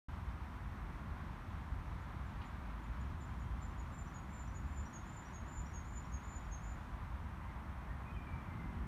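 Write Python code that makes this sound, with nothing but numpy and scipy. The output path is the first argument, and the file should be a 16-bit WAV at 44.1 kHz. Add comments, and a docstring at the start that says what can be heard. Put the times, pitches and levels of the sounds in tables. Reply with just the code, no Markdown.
"""A lawn with trees, near a distant road: rumble, engine drone, tyre roar, a breeze in the leaves.
A tiny songbird sings one thin, very high phrase: soft slurs, then a repeated figure of long whistle,
low lift and arched note. A twig ticks and scrapes once. Far off, one bird pipes softly and a lower one
whistles near the end. Each note is a pure syrinx tone, smeared by echoes from the foliage."""
import sys
import numpy as np
from scipy import signal
from scipy.fft import rfft, irfft
from scipy.io import wavfile

SR = 44100
rng = np.random.default_rng(int(sys.argv[2]) if len(sys.argv) > 2 else 0)


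def digitize_waveform(pressure):
    """Quantize a signal to 16-bit integers and store it at the path in sys.argv[1].

    Rows of a 2-D input are taken as channels; values are limited to [-1, 1].
    """
    field = np.atleast_2d(pressure).T
    bounded = np.clip(field, -1, 1)
    quanta = np.round(bounded * 32767).astype(np.int16)
    wavfile.write(sys.argv[1], SR, quanta)


N = 391166
TIME_S = np.arange(N) / SR
FREQS_HZ = np.maximum(np.fft.rfftfreq(N, 1 / SR), 1)

# Noise colours. Each row: frequency in Hz, relative density in dB.
RUMBLE_SPECTRUM = [(15, -34), (23, -32.5), (32, -13), (41, -5.5), (56, 0.5), (72, -1.5), (100, -8),
                   (140, -11), (230, -15.5), (290, -22), (360, -25.5), (450, -32)]
TYRE_SPECTRUM = [(450, -10.5), (560, -8), (800, -3.5), (1000, 0.0), (1300, -4), (1700, -8), (2200, -12.5),
                 (2850, -20), (3300, -21), (4200, -26.5), (5000, -32)]
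HISS_SPECTRUM = [(5000, -1), (5500, 0.5), (6500, -2), (7500, -6), (8500, -4.5), (9800, -5.5), (10400, -10),
                 (11200, -6.5), (13500, -8.5), (15500, -9)]
TWIG_SPECTRUM = [(900, -8), (1800, 6), (2800, 4), (4000, -3), (5000, -13), (8000, -27)]
# Slow swells. Each row: time in seconds, relative level in dB.
RUMBLE_SWELL = [(0.3, -44.5), (1.0, -47), (1.7, -44.5), (3.0, -46.5), (3.55, -43), (4.1, -50.5),
                (4.65, -44), (5.25, -51.5), (5.8, -45.5), (6.2, -48), (7.2, -45.5), (7.6, -47.5),
                (8.7, -46)]
DRONE_SWELL = [(0.4, -54.5), (0.9, -52.5), (2.2, -53), (4.2, -53), (6.1, -53), (6.6, -54.5), (7.8, -54.5),
               (8.8, -49.5)]  # grows at the end
TYRE_SWELL = [(0.1, -55.5), (2.4, -54.5), (3.2, -55.5), (5.1, -55.5), (8.3, -55)]  # one vehicle passes early
BREEZE_SWELL = [(0.7, -75), (6.7, -75), (7.4, -77.5), (8.8, -77)]  # holds, then drops

# Soft opening notes. 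Each row: start in seconds, length in seconds, pitch in Hz, level in dB.
SLURS = [(2.005, 0.03, 6924, -84.1), (2.255, 0.03, 7136, -82.9), (2.445, 0.029, 6997, -76.5),
         (2.825, 0.025, 6968, -79), (3.0, 0.027, 6955, -75), (3.203, 0.027, 7130, -69.2),
         (3.39, 0.046, 6850, -76.5), (3.607, 0.037, 7130, -67), (3.777, 0.038, 6840, -68.5)]
# Repeated figure. Each row: start in seconds, whistle length in seconds, whistle level in dB,
# scoop in Hz, accent in dB, lift level in dB, arch pitch in Hz, arch level in dB.
FIGURES = [(3.913, 0.092, -67.5, 0, 11, -74.5, 6790, -64.5), (4.281, 0.13, -68, -2, 8, -72, 6880, -64.5),
           (4.665, 0.13, -66.5, 48, 11, -67, 6630, -61), (5.055, .14, -66, 41, 1.5, -67.5, 6640, -63.5),
           (5.459, .14, -62.5, 65, 9, -68, 6610, -60.5), (5.844, 0.14, -63.5, 95, 12, -76, 6560, -61.5),
           (6.229, 0.15, -64, 95, 6.5, -80, 6480, -59.5)]
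# Faint lift ahead of the figures: start in seconds, level in dB.
FIRST_LIFT = (3.697, -83)
# Closing whistle: start in seconds, length in seconds, level in dB, scoop in Hz, accent in dB.
LAST_WHISTLE = (6.615, 0.122, -68.5, 140, -8)
# Note gestures. Each row: share of length, pitch offset in Hz, relative level in dB.
SLUR_SHAPE = [(0, 168, -10), (.3, 113, -7), (.65, 0, -1), (1, -73, -10)]
WHISTLE_SHAPE = [(0, 6, -7), (.25, 40, -2), (.52, 64, -1), (.72, 51, -1.5), (.87, -18, 2.5), (1, -115, -2)]
LIFT_SHAPE = [(0, -280, -9), (.3, -110, 5), (.65, 10, 11), (1, 110, -5)]
ARCH_SHAPE = [(0, -480, -16), (.2, -46, -5), (.36, 135, -1.5), (.65, -30, 2.5), (1, -78, 1.5)]
# Stress within a whistle. Each row: share of length, share of scoop, share of accent.
WHISTLE_STRESS = [(0, 1, 0), (.18, .3, 0), (.5, 0, 0), (.72, 0, 0), (.87, 0, 1), (1, 0, 1)]

# Twig tick, then scrape. Each row: start in seconds, level in dB, decay in seconds.
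TWIG_TICKS = [(2.412, -57, 0.025), (2.436, -63, 0.03)]
# Far bird piping on one pitch. Each row: start in seconds, length in seconds, level in dB.
PIPES = [(3.295, 0.042, -80), (3.421, .045, -76), (3.529, 0.068, -83.5)]
# Lower far bird. Each row: start in seconds, length in seconds, pitch in Hz, glide in Hz, level in dB.
FAR_NOTES = [(7.41, 0.1, 2070, 200, -71), (7.875, 0.055, 1840, 110, -65.5), (8.055, 0.062, 2474, 13, -64),
             (8.127, 0.043, 3085, -30, -75), (8.163, 0.035, 2395, -110, -62),
             (8.268, .095, 2330, -8, -61.5), (8.5, 0.056, 2070, -70, -66.5), (8.571, 0.056, 2066, -90, -63)]

WHISTLE_HZ, WHISTLE_SAG_HZ_PER_S = 7190, 70
LIFT_HZ, LIFT_SAG_HZ_PER_S = 6010, 178
LIFT_DELAY_S, LIFT_LENGTH_S = 0.055, 0.026
ARCH_DELAY_S, ARCH_LENGTH_S = 0.129, 0.0448
TREMOR_DB, NOTE_EDGE_S = 2, 0.0034
PIPE_HZ, TICK_ATTACK_S = 3170, 0.0063


def undb(db):
    """Decibels to gain."""
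    return 10 ** (np.asarray(db) / 20)


def level(x, db):
    """Scale to an rms level."""
    return x * undb(db) / np.sqrt(np.mean(x ** 2))


def noise(spectrum, db):
    """Coloured noise at an rms level."""
    hz, density_db = np.transpose(spectrum)
    colour = undb(np.interp(np.log(FREQS_HZ), np.log(hz), density_db, left=-120, right=-120))
    return level(irfft(rfft(rng.standard_normal(N)) * colour, N), db)


def walk(rate_hz):
    """Smooth random wander, rms 1."""
    return level(irfft(rfft(rng.standard_normal(N)) / (1 + (FREQS_HZ / rate_hz) ** 4), N), 0)


def swell(curve):
    """Gain along a level curve, mean power 1."""
    times_s, db = np.transpose(curve)
    return level(undb(np.interp(TIME_S, times_s, db)), 0)


def below(x, hz):
    """Zero-phase low-pass."""
    return irfft(rfft(x) / (1 + (FREQS_HZ / hz) ** 8), N)


def road():
    """Deep rumble, engine drone and tyre roar swell separately; a faint hum wavers in them."""
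    low = noise(RUMBLE_SPECTRUM, db=-45)
    deep = below(low, hz=115)
    flutter = level(undb(1.47 * walk(rate_hz=9.4)), 0)
    rumble = deep * swell(RUMBLE_SWELL) * flutter
    drone = (low - deep) * swell(DRONE_SWELL)
    tyres = noise(TYRE_SPECTRUM, db=-55.5) * swell(TYRE_SWELL) * undb(0.4 * walk(rate_hz=8.5))
    hum_hz = 322.8 + 0.887 * walk(rate_hz=1.92)
    hum = np.sin(2 * np.pi * np.cumsum(hum_hz) / SR) * undb(2 * walk(rate_hz=1.5))
    return rumble + drone + tyres + level(hum, db=-76.5)


def breeze(traffic):
    """Traffic plus smooth hiss; the band where leaves rustle follows the breeze."""
    air = traffic + noise(HISS_SPECTRUM, db=-78)
    leaves = below(air, hz=6800) - below(air, hz=2950)
    gusts = swell(BREEZE_SWELL) * undb(0.51 * walk(rate_hz=6.4))
    return air + leaves * (gusts - 1)


def syrinx(notes, shape, quaver_hz):
    """Pure tones that follow a gesture; pitch and loudness quaver together."""
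    out, quaver = np.zeros(N), walk(rate_hz=83)
    share, bend_hz, effort_db = np.transpose(shape)
    for start_s, length_s, hz, db in notes:
        span = np.arange(int(start_s * SR), min(int((start_s + length_s) * SR), N))
        progress = np.linspace(0, 1, len(span))
        pitch_hz = hz + np.interp(progress, share, bend_hz) + quaver_hz * quaver[span]
        tone = np.sin(2 * np.pi * np.cumsum(pitch_hz) / SR)
        gain = undb(np.interp(progress, share, effort_db) + TREMOR_DB * quaver[span])
        edges = np.clip(np.minimum(progress, 1 - progress) * length_s / NOTE_EDGE_S, 0, 1)
        out[span] += level(tone * gain * np.sin(edges * np.pi / 2) ** 2, db)
    return out


def foliage(x, direct_db, near_db, near_t60_s, far_db, far_t60_s):
    """Near leaves scatter a quick cloud of echoes; farther trees return a long tail."""
    t = TIME_S[:SR]
    build_up = 1 - np.exp(-t / 0.012)
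    out = undb(direct_db) * x
    for db, t60_s in ((near_db, near_t60_s), (far_db, far_t60_s)):
        echoes = rng.standard_normal(SR) * undb(-60 * t / t60_s) * build_up
        out += undb(db) * signal.fftconvolve(x, echoes / np.linalg.norm(echoes))[:N]
    return out


def songbird():
    """Four kinds of note from one throat, heard through the leaves."""
    whistles, lifts, arches = figures()
    voice = syrinx(SLURS, SLUR_SHAPE, quaver_hz=29)
    voice += sum(whistle(*note) for note in whistles)
    voice += syrinx(lifts, LIFT_SHAPE, quaver_hz=45)
    voice += syrinx(arches, ARCH_SHAPE, quaver_hz=24)
    return foliage(voice, direct_db=-1.3, near_db=-2, near_t60_s=0.13, far_db=-9, far_t60_s=0.8)


def figures():
    """Note lists for the repeated figure; lift and arch are timed from the whistle's end."""
    start_s, db = FIRST_LIFT
    whistles, lifts, arches = [], [(start_s, LIFT_LENGTH_S, LIFT_HZ, db)], []
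    for start_s, length_s, whistle_db, scoop_hz, accent_db, lift_db, arch_hz, arch_db in FIGURES:
        end_s = start_s + length_s
        lift_hz = sagged(LIFT_HZ, LIFT_SAG_HZ_PER_S, start_s)
        whistles.append((start_s, length_s, whistle_db, scoop_hz, accent_db))
        lifts.append((end_s + LIFT_DELAY_S, LIFT_LENGTH_S, lift_hz, lift_db))
        arches.append((end_s + ARCH_DELAY_S, ARCH_LENGTH_S, arch_hz, arch_db))
    return whistles + [LAST_WHISTLE], lifts, arches


def sagged(hz, hz_per_s, time_s):
    """Pitch sinking steadily from the first figure on."""
    return hz - hz_per_s * (time_s - FIGURES[0][0])


def whistle(start_s, length_s, db, scoop_hz, accent_db):
    """The long note: scoops up, holds, drops onto an accent."""
    share, bend_hz, effort_db = np.transpose(WHISTLE_SHAPE)
    stress_share, scoop, accent = np.transpose(WHISTLE_STRESS)
    bend_hz -= scoop_hz * np.interp(share, stress_share, scoop)
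    effort_db += accent_db * np.interp(share, stress_share, accent)
    hz = sagged(WHISTLE_HZ, WHISTLE_SAG_HZ_PER_S, start_s)
    return syrinx([(start_s, length_s, hz, db)], list(zip(share, bend_hz, effort_db)), quaver_hz=10.7)


def twig():
    """Soft dry tick and scrape: two decaying noise bursts."""
    out = np.zeros(N)
    for start_s, db, decay_s in TWIG_TICKS:
        age_s = np.maximum(TIME_S - start_s, 0)
        attack = np.minimum(age_s / TICK_ATTACK_S, 1)
        out += noise(TWIG_SPECTRUM, db) * attack * np.exp(-age_s / decay_s)
    return out


def far_birds():
    """Two distant fluty voices, nearly as much echo as direct sound."""
    voices = sum(slide(*note) for note in FAR_NOTES)
    voices += sum(slide(start_s, length_s, PIPE_HZ, 0, db) for start_s, length_s, db in PIPES)
    return foliage(voices, direct_db=0, near_db=-8.5, near_t60_s=0.14, far_db=-2.5, far_t60_s=1.0)


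def slide(start_s, length_s, hz, glide_hz, db):
    """One fluty note, swelling as it glides evenly through its pitch."""
    shape = [(0, -glide_hz / 2, -1.8), (1, glide_hz / 2, 1)]
    return syrinx([(start_s, length_s, hz, db)], shape, quaver_hz=12)


def scene():
    """Birds and twig over road and breeze, mono."""
    return (songbird() + far_birds() + twig() + breeze(road()))[None]


def record(dry):
    """Brief opening silence; steep treble cut."""
    silence_s, fade_s, top_hz = 0.084, 0.002, 15700
    opening = np.clip((TIME_S - silence_s) / fade_s, 0, 1)
    lowpass = signal.ellip(10, 0.1, 70, top_hz, fs=SR, output="sos")
    return signal.sosfilt(lowpass, dry * opening)


dry = scene()
out = record(dry)
digitize_waveform(out)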